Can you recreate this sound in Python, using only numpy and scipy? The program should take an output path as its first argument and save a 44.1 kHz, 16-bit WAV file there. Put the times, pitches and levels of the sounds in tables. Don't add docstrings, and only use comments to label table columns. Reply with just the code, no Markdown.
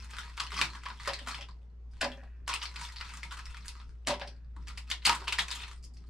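import sys
import numpy as np
from scipy import signal
from scipy.fft import rfft, irfft
from scipy.io import wavfile
from scipy.ndimage import uniform_filter1d

SR = 44100
rng = np.random.default_rng(int(sys.argv[2]) if len(sys.argv) > 2 else 0)


def gain_from_db(level_db):
    decades = np.asarray(level_db, float) / 20
    return 10 ** decades


def dump_mix(stems):
    frames = np.atleast_2d(stems).T
    limited = np.clip(frames, -1, 1)
    pcm = np.round(limited * 32767).astype(np.int16)
    wavfile.write(sys.argv[1], SR, pcm)


N = 268569


def evened(x):
    return x / np.sqrt(np.mean(x ** 2) + 1e-20)


def read(points, hz):
    f, value = np.transpose(points)
    return np.interp(np.log(hz + 1), np.log(f + 1), value)


def add(mix, s, sound):
    part = mix[round(s * SR):][:len(sound)]
    part += sound[:len(part)]


def loudest_rms(x, size):
    return np.sqrt(uniform_filter1d(x ** 2, size=size).max())


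def ring(hz, db, t60, phase, seconds, rise_s):
    t = np.arange(round(seconds * SR))[:, None] / SR
    modes = gain_from_db(db - 60 * t / t60) * np.sin(2 * np.pi * (hz * t + phase))
    x = modes.sum(axis=1) * (1 - np.exp(-t[:, 0] / rise_s))
    return x / loudest_rms(x, 176)


def blows(rows, modes, rise_s, shift=.027, spread_db=5.0):
    out = np.zeros(N)
    hz, db, t60 = np.transpose(modes)
    for (s, peak_db), chance in zip(rows, rng.random((len(rows), 3, len(modes)))):
        mode_hz = hz * (1 + shift * (chance[0] - .5))
        mode_db = db + spread_db * chance[1]
        add(out, s, gain_from_db(peak_db) * ring(mode_hz, mode_db, t60, chance[2], t60.max(), rise_s))
    return out


def tray_colour(low_db, high_db, ring_hz, ring_db, ring_width, spot):
    # (frequency [Hz], level [dB per Hz])
    shell = [(400, -24), (770, -16), (950, -3), (1300, -4.5), (1900, -4.5), (2600, -6.5), (3600, -8.5),
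             (5000, -10), (6200, -13.5), (7200, -14), (8800, -14.5), (10800, -23.5), (14900, -36.5),
             (17000, -49.5)]
    hz = abs(np.fft.fftfreq(1024, 1 / SR))
    tilt = [(1300, low_db), (2300, 0.0039), (5300, 0.032), (6600, high_db)]
    db = read(shell, hz) + read(tilt, hz)
    db += ring_db * np.exp(-(np.log((hz + 1) / ring_hz) / ring_width) ** 2)
    db += read(np.transpose([np.geomspace(800, 15000, len(spot)), spot]), hz)
    log_spectrum = np.conj(signal.hilbert(np.log(gain_from_db(db.clip(-90, 40)))))
    kernel = np.fft.ifft(np.exp(log_spectrum)).real[:512]
    return kernel / np.linalg.norm(kernel)


def floor():
    # (frequency [Hz], level [dB per Hz])
    spectrum = [(12, -2), (27, 3), (36, 2), (80, -1.5), (120, -4), (200, -8.5), (330, -19.5), (390, -15.5),
                (600, -26), (1300, -30), (3000, -41.5), (6000, -45.5), (10000, -61), (16000, -65.5)]
    # (frequency [Hz], left-right likeness [0-1])
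    likeness = [(60, 0.8), (240, 0.64), (950, 0.22), (3770, 0.13), (15000, 0.2)]
    floor_db = -56.5
    hz = np.fft.rfftfreq(4096, 1 / SR)
    a, b, c, d, patches = rng.standard_normal((N // 1024 + 5, 2049, 5)).T
    patches = uniform_filter1d(patches, size=20, axis=0)
    patches = evened(uniform_filter1d(patches, size=5, axis=1))
    same = read(likeness, hz)[:, None]
    left, other = a + 1j * b, c + 1j * d
    z = np.array([left, same * left + np.sqrt(1 - same ** 2) * other])
    z *= gain_from_db(read(spectrum, hz)[:, None] + 2.6 * patches)
    noise = signal.istft(z, nperseg=4096, noverlap=3072)[1][:, :N]
    return gain_from_db(floor_db) * evened(noise)


def hum():
    # (time [s], level [dB])
    swell = [(0.0, -44.5), (0.42, -48), (0.52, -43), (0.83, -48.5), (1.39, -46.5), (1.71, -49),
             (1.9, -44.5), (2.05, -49.5), (2.39, -45), (2.591, -48), (2.76, -45), (3.09, -48), (3.21, -46),
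             (4.26, -46), (4.36, -47), (4.6, -43), (5.019, -46), (6.09, -47.5)]
    shaft_hz, second_db = 58.8, -27.5
    s, db = np.transpose(swell)
    t = np.arange(N) / SR
    turn = 2 * np.pi * shaft_hz * t + 1.1 * np.sin(2 * np.pi * 0.36 * t)
    orders = np.sin(turn) + gain_from_db(second_db) * np.sin(2 * turn)
    return np.sqrt(2) * gain_from_db(np.interp(t, s, db)) * orders * gain_from_db(1) ** 0 * gain_from_db([[.45], [-.45]])


def room(x):
    # (frequency [Hz], t60 [s])
    decay = [(300, 0.45), (800, 0.19), (2000, 0.16), (5500, 0.17), (12000, 0.13)]
    out = np.zeros((2, N))
    places = np.arange(120, SR // 2 - 20, 20)
    for k in range(3):
        taps = np.zeros((2, SR // 2))
        at = places + rng.integers(0, 20, (2, len(places)))
        np.put_along_axis(taps, at, rng.choice([-1., 1.], at.shape), 1)
        hz, t, z = signal.stft(taps, SR, nperseg=256)
        same = read([(500, 0.9), (2000, 0.55), (6000, 0.036), (12000, 0.17)], hz)[:, None]
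        z[1] = same * z[0] + np.sqrt(1 - same ** 2) * z[1]
        tail = signal.istft(z * gain_from_db(-60 * t / read(decay, hz)[:, None]), SR, nperseg=256)[1]
        tail /= np.linalg.norm(tail[0])
        share = np.sqrt(2 / 3) * np.cos(np.pi * (np.arange(N) / SR * 7 + k / 3))
        out += signal.fftconvolve((share * x)[None], tail, axes=1)[:, :N]
    return out


def table():
    # (time [s], peak level [dB])
    thuds = [
        (0.535, -48),
        (0.605, -42.5),
        (1.3, -56.5),
        (3.239, -53.5),
        (4.564, -50),
        (5.065, -43),
        (5.096, -50.5),
        (5.386, -48.5),
    ]
    # (frequency [Hz], level [dB], t60 [s])
    modes = [(130.4, -1.5, 0.11), (174.4, 1.5, 0.13), (245, 3, 0.062), (319, -13, 0.29), (358, -6.5, 0.09)]
    return blows(thuds, modes, 0.0036)


def jar():
    # (time [s], peak level [dB], thump share [dB])
    knocks = [(1.076, -36, -24), (1.092, -35.5, -36), (1.213, -53, -0.5), (1.272, -42.5, -5.5),
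              (1.385, -46, -18), (1.418, -50, -9), (2.014, -32, -16), (2.029, -28, -11),
              (2.048, -29.5, -16.5), (2.139, -53, -13), (2.175, -53, -15.5), (2.231, -49, -25),
              (4.071, -35, -3), (4.095, -25.5, -14), (4.124, -30, -17), (4.214, -35.5, -34),
              (4.248, -43, -15), (4.272, -56, 4), (5.392, -42, -31)]
    # (time [s], peak level [dB])
    bumps = [
        (0.525, -52),
        (0.612, -47),
        (5.215, -47),
        (5.29, -48.5),
        (5.53, -62),
    ]
    # (frequency [Hz], level [dB], t60 [s])
    wall_modes = [(556, -9, 0.06), (580, -5, 0.042), (640, -12.5, 0.099), (700, -7, 0.054),
                  (745, -11.5, 0.065), (803, -10, 0.12), (913, -13, 0.05), (940, -19.5, 0.056),
                  (1015, -5.5, 0.04)]
    # (frequency [Hz], level [dB], t60 [s])
    thump_modes = [(132, 0, 0.085), (198, 6, 0.056), (252, 6, 0.12), (294, -4.5, 0.1), (349, -21, 0.13),
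                   (402, 6, 0.049)]
    # (frequency [Hz], level [dB], t60 [s])
    rim_modes = [(685, 3, 0.34), (1560, 7, 1.0), (1770, 13, 0.8), (2480, 3, 1), (2750, -1.5, 1)]
    # (time [s], peak level [dB])
    rim_blows = [
        (2.02, -49.5),
        (4.2, -62.5),
    ]
    hits = [(s, db) for s, db, share_db in knocks]
    thumps = [(s, db + share_db) for s, db, share_db in knocks]
    walls = blows(hits, wall_modes, 0.00035, shift=0.0045, spread_db=2.5)
    walls += blows(bumps, wall_modes + thump_modes[5:], 0.0025)
    rattled = evened(uniform_filter1d(rng.standard_normal(N), size=130))
    return walls + blows(thumps, thump_modes, 0.0028) + rattled * blows(rim_blows, rim_modes, 0.014)


def booms():
    # (time [s], level [dB], held [s], frequency [Hz])
    air_tones = [(1.078, -32.5, 0.033, 555), (1.12, -43, 0.015, 562), (1.195, -54, 0.036, 565),
                 (1.385, -52, .04, 565), (2.042, -27.5, 0.025, 562), (2.098, -47, 0.056, 553),
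                 (2.175, -58, 0.036, 551), (2.22, -56.5, .02, 610), (4.068, -36, .015, 640),
                 (4.095, -28, 0.02, 591), (4.119, -26, 0.015, 584), (4.15, -45, 0.059, 585),
                 (4.212, -44.5, 0.036, 558.6), (4.255, -49, .035, 580)]
    rise_s, smother_t60_s = .003, 0.056
    out, t = np.zeros(N), np.arange(SR // 8) / SR
    for s, db, held, hz in air_tones:
        smothered_db = 60 * (t - held).clip(0) / smother_t60_s
        shape = (1 - np.exp(-t / rise_s)) * gain_from_db(db - smothered_db - 125 * t)
        add(out, s, np.sqrt(2) * shape * np.sin(2 * np.pi * hz * t))
    return out


def pressure():
    # (time of full pressure [s], held [s], level [dB])
    strokes = [(0.0, 0.19, -51), (0.2, 0.21, -58.5), (0.42, 0.13, -49.5), (0.58, 0.043, -40),
               (0.761, 0.3, -59), (1.03, 0.041, -45.5), (1.277, 0.055, -43), (1.96, .05, -65.5),
               (2.08, 0.072, -64.5), (2.62, 0.024, -44), (2.778, 0.084, -48), (2.97, 0.32, -51),
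               (3.38, 0.42, -57), (3.899, 0.27, -85), (4.2, 0.045, -58.5), (4.61, 0.076, -67),
               (4.689, 0.33, -62.5), (5.1, 0.068, -44.5), (5.3, 0.26, -49.5), (5.54, 0.11, -51.5),
               (5.66, 0.034, -71), (5.95, 0.15, -74)]
    press_db_per_s, lift_db_per_s, rest_db = 328, 157.5, -85.5
    t = np.arange(0, N + 64, 64) / SR
    force = gain_from_db(rest_db) + np.zeros(len(t))
    for s, held, db in strokes:
        pressing = press_db_per_s * (s - t).clip(0)
        lifting = lift_db_per_s * (t - s - held).clip(0)
        force += gain_from_db(db - pressing - lifting)
    return np.interp(np.arange(N) / SR, t, force)


def rubs():
    slips = np.zeros(N)
    for hz, spot in zip(np.geomspace(950, 5500, num=8), rng.random((8, 26)) - .5):
        slow = evened(uniform_filter1d(rng.standard_normal(N // 100 + 1), size=8))
        clumps = gain_from_db(7.66 * np.repeat(slow, 100)[:N])
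        size = gain_from_db(7.4 * np.minimum(rng.exponential(1, N), 1.9))
        size *= (rng.random(N) < 350 / SR) * rng.choice([-1, 1], N)
        colour = tray_colour(0.46, -0.45, hz, ring_db=12, ring_width=.13, spot=11 * spot)
        slips += signal.oaconvolve(size * clumps, colour)[:N]
    return pressure() * evened(slips)


def ticks():
    # (time [s], peak level [dB], ring
    # frequency [Hz])
    hard_ticks = [(0.0014, -33, 5400), (0.05, -46, 5190), (0.216, -28, 3440), (0.2337, -30.5, 1720),
                  (0.3798, -24.5, 1440), (0.4673, -27, 4540), (0.4956, -42, 3250), (0.5213, -30.5, 1300),
                  (0.545, -24, 3180), (0.5775, -21, 2400), (0.75, -32, 1720), (0.7556, -34.5, 2000),
                  (0.77, -34, 1380), (0.8095, -41, 1660), (0.819, -40.5, 2370), (0.8865, -24, 1100),
                  (0.898, -35, 1230), (0.99, -39, 3290), (1.051, -29, 1960), (1.0672, -25, 1810),
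                  (1.1055, -24, 1770), (1.165, -31, 4180), (1.1833, -34.5, 1770), (1.4257, -29, 3270),
                  (1.5103, -41, 4670), (2.0121, -16, 2640), (2.1182, -29, 3270), (2.2363, -40.5, 1080),
                  (2.491, -16, 5810), (2.539, -12.5, 8500), (2.6292, -19.5, 3040), (2.7608, -25.5, 4130),
                  (2.8873, -29, 5230), (2.968, -25, 4460), (2.985, -25.5, 4310), (3.0137, -27.5, 2250),
                  (3.2318, -20, 2140), (3.398, -31, 1470), (3.4557, -30.5, 5330), (3.5464, -28, 1420),
                  (3.6073, -44, 1610), (3.6273, -38.5, 4030), (3.754, -34, 1170), (3.8159, -37, 1330),
                  (4.1976, -25, 920), (4.2173, -29, 2040), (4.2673, -38, 900), (4.2782, -30.5, 4570),
                  (4.7011, -31.5, 1330), (4.9137, -12, 3080), (5.0277, -36, 2860), (5.122, -16.5, 1040),
                  (5.1464, -28, 1060), (5.2585, -47, 2860), (5.374, -37, 2500), (5.52, -19, 3670),
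                  (5.5679, -28, 2800), (5.637, -25.5, 2730), (5.8449, -53, 4980), (5.9704, -39, 5600),
                  (0.185, -23, 3400), (0.3996, -17.5, 4730), (0.516, -39.5, 8600), (0.588, -22, 4800),
                   (0.6065, -29, 8500), (0.856, -26.5, 1100), (1.136, -22, 4600), (2.137, -49.5, 8500),
                   (2.174, -44.5, 6000), (3.139, -27, 8000), (4.365, -49, 4600), (4.447, -56, 4600),
                   (4.775, -28, 4900), (4.884, -44, 4500), (4.895, -39.5, 6000), (5.0955, -9.5, 2520),
                   (5.383, -21, 4500), (5.393, -15, 2970), (5.506, -19, 4840), (5.733, -35, 8500),
                   (5.763, -41, 8900), (5.839, -41, 8500), (5.868, -48, 7200), (5.68, -38, 9000),
                   (2.465, -47, 4470), (4.05, -46, 3000)]
    out = np.zeros(N)
    for s, db, hz in hard_ticks:
        snap = tray_colour(-4.5, -6.0, hz, ring_db=16.5, ring_width=.17, spot=np.zeros(2))
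        add(out, s, gain_from_db(db - 6.0) * snap / loudest_rms(snap, 30))
    return out


def breaks():
    # (time [s], peak level [dB], strongest ring [Hz], high share [dB])
    first_pry = [(0.043, -39, 1430, -5), (0.106, -38.5, 1620, -5), (0.134, -30.5, 1550, -23),
                 (0.167, -30, 1740, -17), (0.185, -23, 1440, -12.5), (0.278, -39.5, 1080, -26),
                 (0.377, -25, 1260, -28), (0.4, -15.5, 1160, -16.5), (0.466, -30.5, 3000, -20),
                 (0.519, -24.5, 1190, -23.5), (0.541, -29, 3040, -15), (0.563, -28.5, 1210, -37),
                 (0.576, -23, 2360, -38), (0.59, -17.5, 1070, -15.5), (0.613, -8, 2500, -18.5),
                 (0.734, -34, 1110, -17), (0.751, -31, 970, -19), (0.817, -55, 2450, -15),
                 (0.834, -33, 1410, -17), (0.858, -24, 1040, -27), (0.901, -27.5, 950, -30.5),
                 (0.998, -31.5, 1860, -21.5), (1.075, -16, 1080, -15.5), (1.134, -22.5, 4400, -18),
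                 (1.189, -29.5, 3340, -20), (1.272, -23, 1370, -15.5), (1.345, -25, 3120, -40),
                 (1.382, -35, 2480, -25), (1.409, -29.5, 3240, -20.5), (1.486, -38, 1020, -20.5)]
    # (time [s], peak level [dB], strongest ring [Hz], high share [dB])
    second_pry = [(2.477, -19, 1080, -10.5), (2.616, -25, 3220, -28), (2.655, -23.5, 4350, -22),
                  (2.759, -27.5, 2280, -18), (2.812, -30, 5000, -9), (2.921, -38, 4400, -8.5),
                  (2.96, -32, 4530, -23.5), (3.01, -23.5, 1390, -25), (3.094, -41, 2320, -42.5),
                  (3.136, -33.5, 1230, -8), (3.17, -34, 1000, -6), (3.231, -29.5, 2140, -14),
                  (3.322, -28.5, 1120, -15), (3.37, -32, 1420, -15), (3.454, -35.5, 5300, -16),
                  (3.506, -41, 1371, -14.5), (3.543, -35.5, 1680, -33), (3.569, -34.5, 2240, -13.5),
                  (3.657, -35.5, 1634, -3), (3.681, -25.5, 4360, -11), (3.799, -38.5, 1120, -42.5)]
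    # (time [s], peak level [dB], strongest ring [Hz], high share [dB])
    third_pry = [(4.671, -35.5, 1800, -18), (4.682, -31.5, 4600, -14.5), (4.705, -37.5, 1160, -18),
                 (4.776, -26.5, 2610, -10.5), (4.901, -23.5, 4500, -11.5), (4.914, -15.5, 3600, -17.5),
                 (5.02, -38.5, 4030, -39), (5.052, -10, 4500, -13), (5.066, -8.5, 2660, -9.5),
                 (5.094, -8, 964, -19), (5.24, -35.5, 1450, -13), (5.279, -15.5, 2730, -20.5),
                 (5.324, -14.5, 2720, -19), (5.386, -11.5, 1880, -17.5), (5.482, -25.5, 2670, -16),
                 (5.513, -20, 3800, -11), (5.601, -31, 2390, -26), (5.634, -29, 2620, -38),
                 (5.712, -34.5, 1240, -16)]
    # (time [s], peak level [dB], strongest ring [Hz], high share [dB])
    clatter = [(2.012, -15.5, 1670, -20), (2.025, -19.5, 1620, -25), (2.042, -19.5, 940, -22),
               (2.117, -38.5, 3040, -25), (4.071, -15.5, 957, -14.5), (4.082, -16.5, 960, -13.5),
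               (4.102, -16.5, 980, -25), (4.139, -27, 1005, -26), (4.206, -35.5, 2480, -47),
               (4.213, -26.5, 1650, -45), (4.226, -37, 1010, -34), (4.274, -35, 5400, -19)]
    # (time [s], peak level [dB], strongest ring [Hz], high share [dB])
    crunch = [(0.371, -34.5, 1370, -13), (0.415, -43, 1160, -42.5), (0.431, -32.5, 980, -26.5),
              (0.629, -42, 2260, -28.5), (0.653, -27.5, 1400, -15.5), (1.089, -20, 1680, -33),
              (1.103, -40.5, 1770, -26), (1.284, -24, 1190, -13), (1.423, -36.5, 2650, -40),
              (2.493, -19, 1050, -19), (2.511, -23.5, 1010, -19.5), (2.529, -20.5, 2480, -34.5),
              (2.538, -21, 1080, -12.5), (2.554, -25.5, 2770, -38), (2.63, -29, 1180, -14),
              (2.841, -34.5, 1660, -9.5), (3.047, -35.5, 1330, -20), (3.31, -31, 1400, -22),
              (3.338, -34.5, 1540, -14), (3.389, -30.5, 1080, -20.5), (5.056, -9, 5030, -18.5),
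              (5.074, -11, 825, -40), (5.106, -30, 950, -6), (5.122, -19, 1040, -16),
              (5.149, -24.5, 1400, -13), (5.273, -24.5, 1010, -36), (5.391, -14.5, 3550, -19),
              (5.417, -29.5, 1410, -5), (5.55, -30, 3250, -6), (5.679, -34, 1160, -18)]
    # (time [s], peak level [dB], strongest ring [Hz])
    slides = [
        (1.913, -58.5, 5100),
        (5.775, -56, 4840),
        (5.8265, -48, 5000),
        (5.839, -39.5, 5100),
        (5.865, -60.5, 4880),
        (5.937, -51.5, 4950),
        (5.966, -53, 4560),
        (6.067, -56, 4500),
    ]
    # (time [s], peak level [dB], strongest ring [Hz], high share [dB])
    taps = [
        (4.564, -38.5, 950, -14.5),
        (4.585, -53, 1200, -34),
        (5.218, -32, 1020, -28),
    ]
    slide_high_db, low_db_per_octave = -0.5, -5.5
    slides = [(s, db, hz, slide_high_db) for s, db, hz in slides]
    # rows, dying time [ms], ring [dB], low share for a ring at 1 kHz [dB]
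    kinds = [(first_pry + second_pry + third_pry, 4.1, 7.5, -6),
             (clatter, 5, 12, -14.5),
             (crunch, 5.5, 11, -10.5),
             (slides, 7, 24.5, -22),
             (taps, 3.5, 7.3, 4.2)]
    out = []
    for rows, ms, ring_db, low_db in kinds:
        for s, db, hz, high_db in rows:
            low = low_db + low_db_per_octave * np.log2(hz / 1000)
            out.append((s, db, hz, low, high_db, ms, ring_db))
    return out


def cracks():
    rows, lead = breaks(), 300
    t = (np.arange(4000) - lead) / SR
    after = t.clip(0)
    near, sent = np.zeros(N), np.zeros(N)
    draws = rng.random((len(rows), 3, 4000))
    sizes = np.cos(2 * np.pi * draws[:, 0]) * gain_from_db(7.25 * np.minimum(-np.log(draws[:, 1]), 4.5))
    spots = draws[:, 2, :26] - .5
    for (s, db, hz, low_db, high_db, ms, ring_db), size, spot in zip(rows, sizes, spots):
        life = np.clip(ms, .6, 25) / 1000
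        run = (1 - np.exp(-after / (0.37 * life))) * np.exp(-after / life)
        run *= 1 + 2.2 * np.exp(-after / 0.00078)
        creep = 0.17 * np.exp(t.clip(None, 0) / 0.0021) * (t < 0)
        tear = evened(size) * (run + creep)
        tear[lead + 8] += 0.0021 / life
        colour = tray_colour(low_db + 9.0, high_db + 14.5, hz, ring_db, ring_width=0.12, spot=10.0 * spot)
        sound = signal.fftconvolve(tear, colour)
        sound *= gain_from_db(db - 8.0) / loudest_rms(sound, 176)
        add(near, s - lead / SR, sound)
        room_colour = tray_colour(low_db + 10.0, high_db + 14, hz, 0.79 * ring_db, ring_width=0.16,
                                  spot=7.4 * spot)
        add(sent, s + .6 * life, np.linalg.norm(sound) * room_colour)
    return near, sent


def ports(near):
    # (frequency [Hz], left minus right [dB])
    balance = [(60, -3.5), (150, 0), (380, -0.5), (950, -0.5), (2380, 2), (5980, 1), (15000, -4)]
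    hz = np.fft.rfftfreq(N, 1 / SR)
    late = np.exp(-2j * np.pi * hz * 1.0 / SR)
    lean = gain_from_db(read(balance, hz) / 2)
    return irfft(rfft(near) * np.array([late * lean, 1 / lean]), N)


def scene():
    snaps, snaps_sent = cracks()
    scrapes, knocks = ticks() + rubs(), jar()
    work = scrapes + 0.72 * knocks + table()
    direct = gain_from_db(-5.0) * (snaps + work + 0.44 * knocks + booms())
    reverberant = gain_from_db(-5.5) * room(snaps_sent + work)
    return ports(direct + reverberant) + hum() + floor()


def low_pass(x):
    return signal.sosfilt(signal.butter(12, 15990, fs=SR, output="sos"), x)


def record(dry):
    return low_pass(dry)


dry = scene()
out = record(dry)
dump_mix(out)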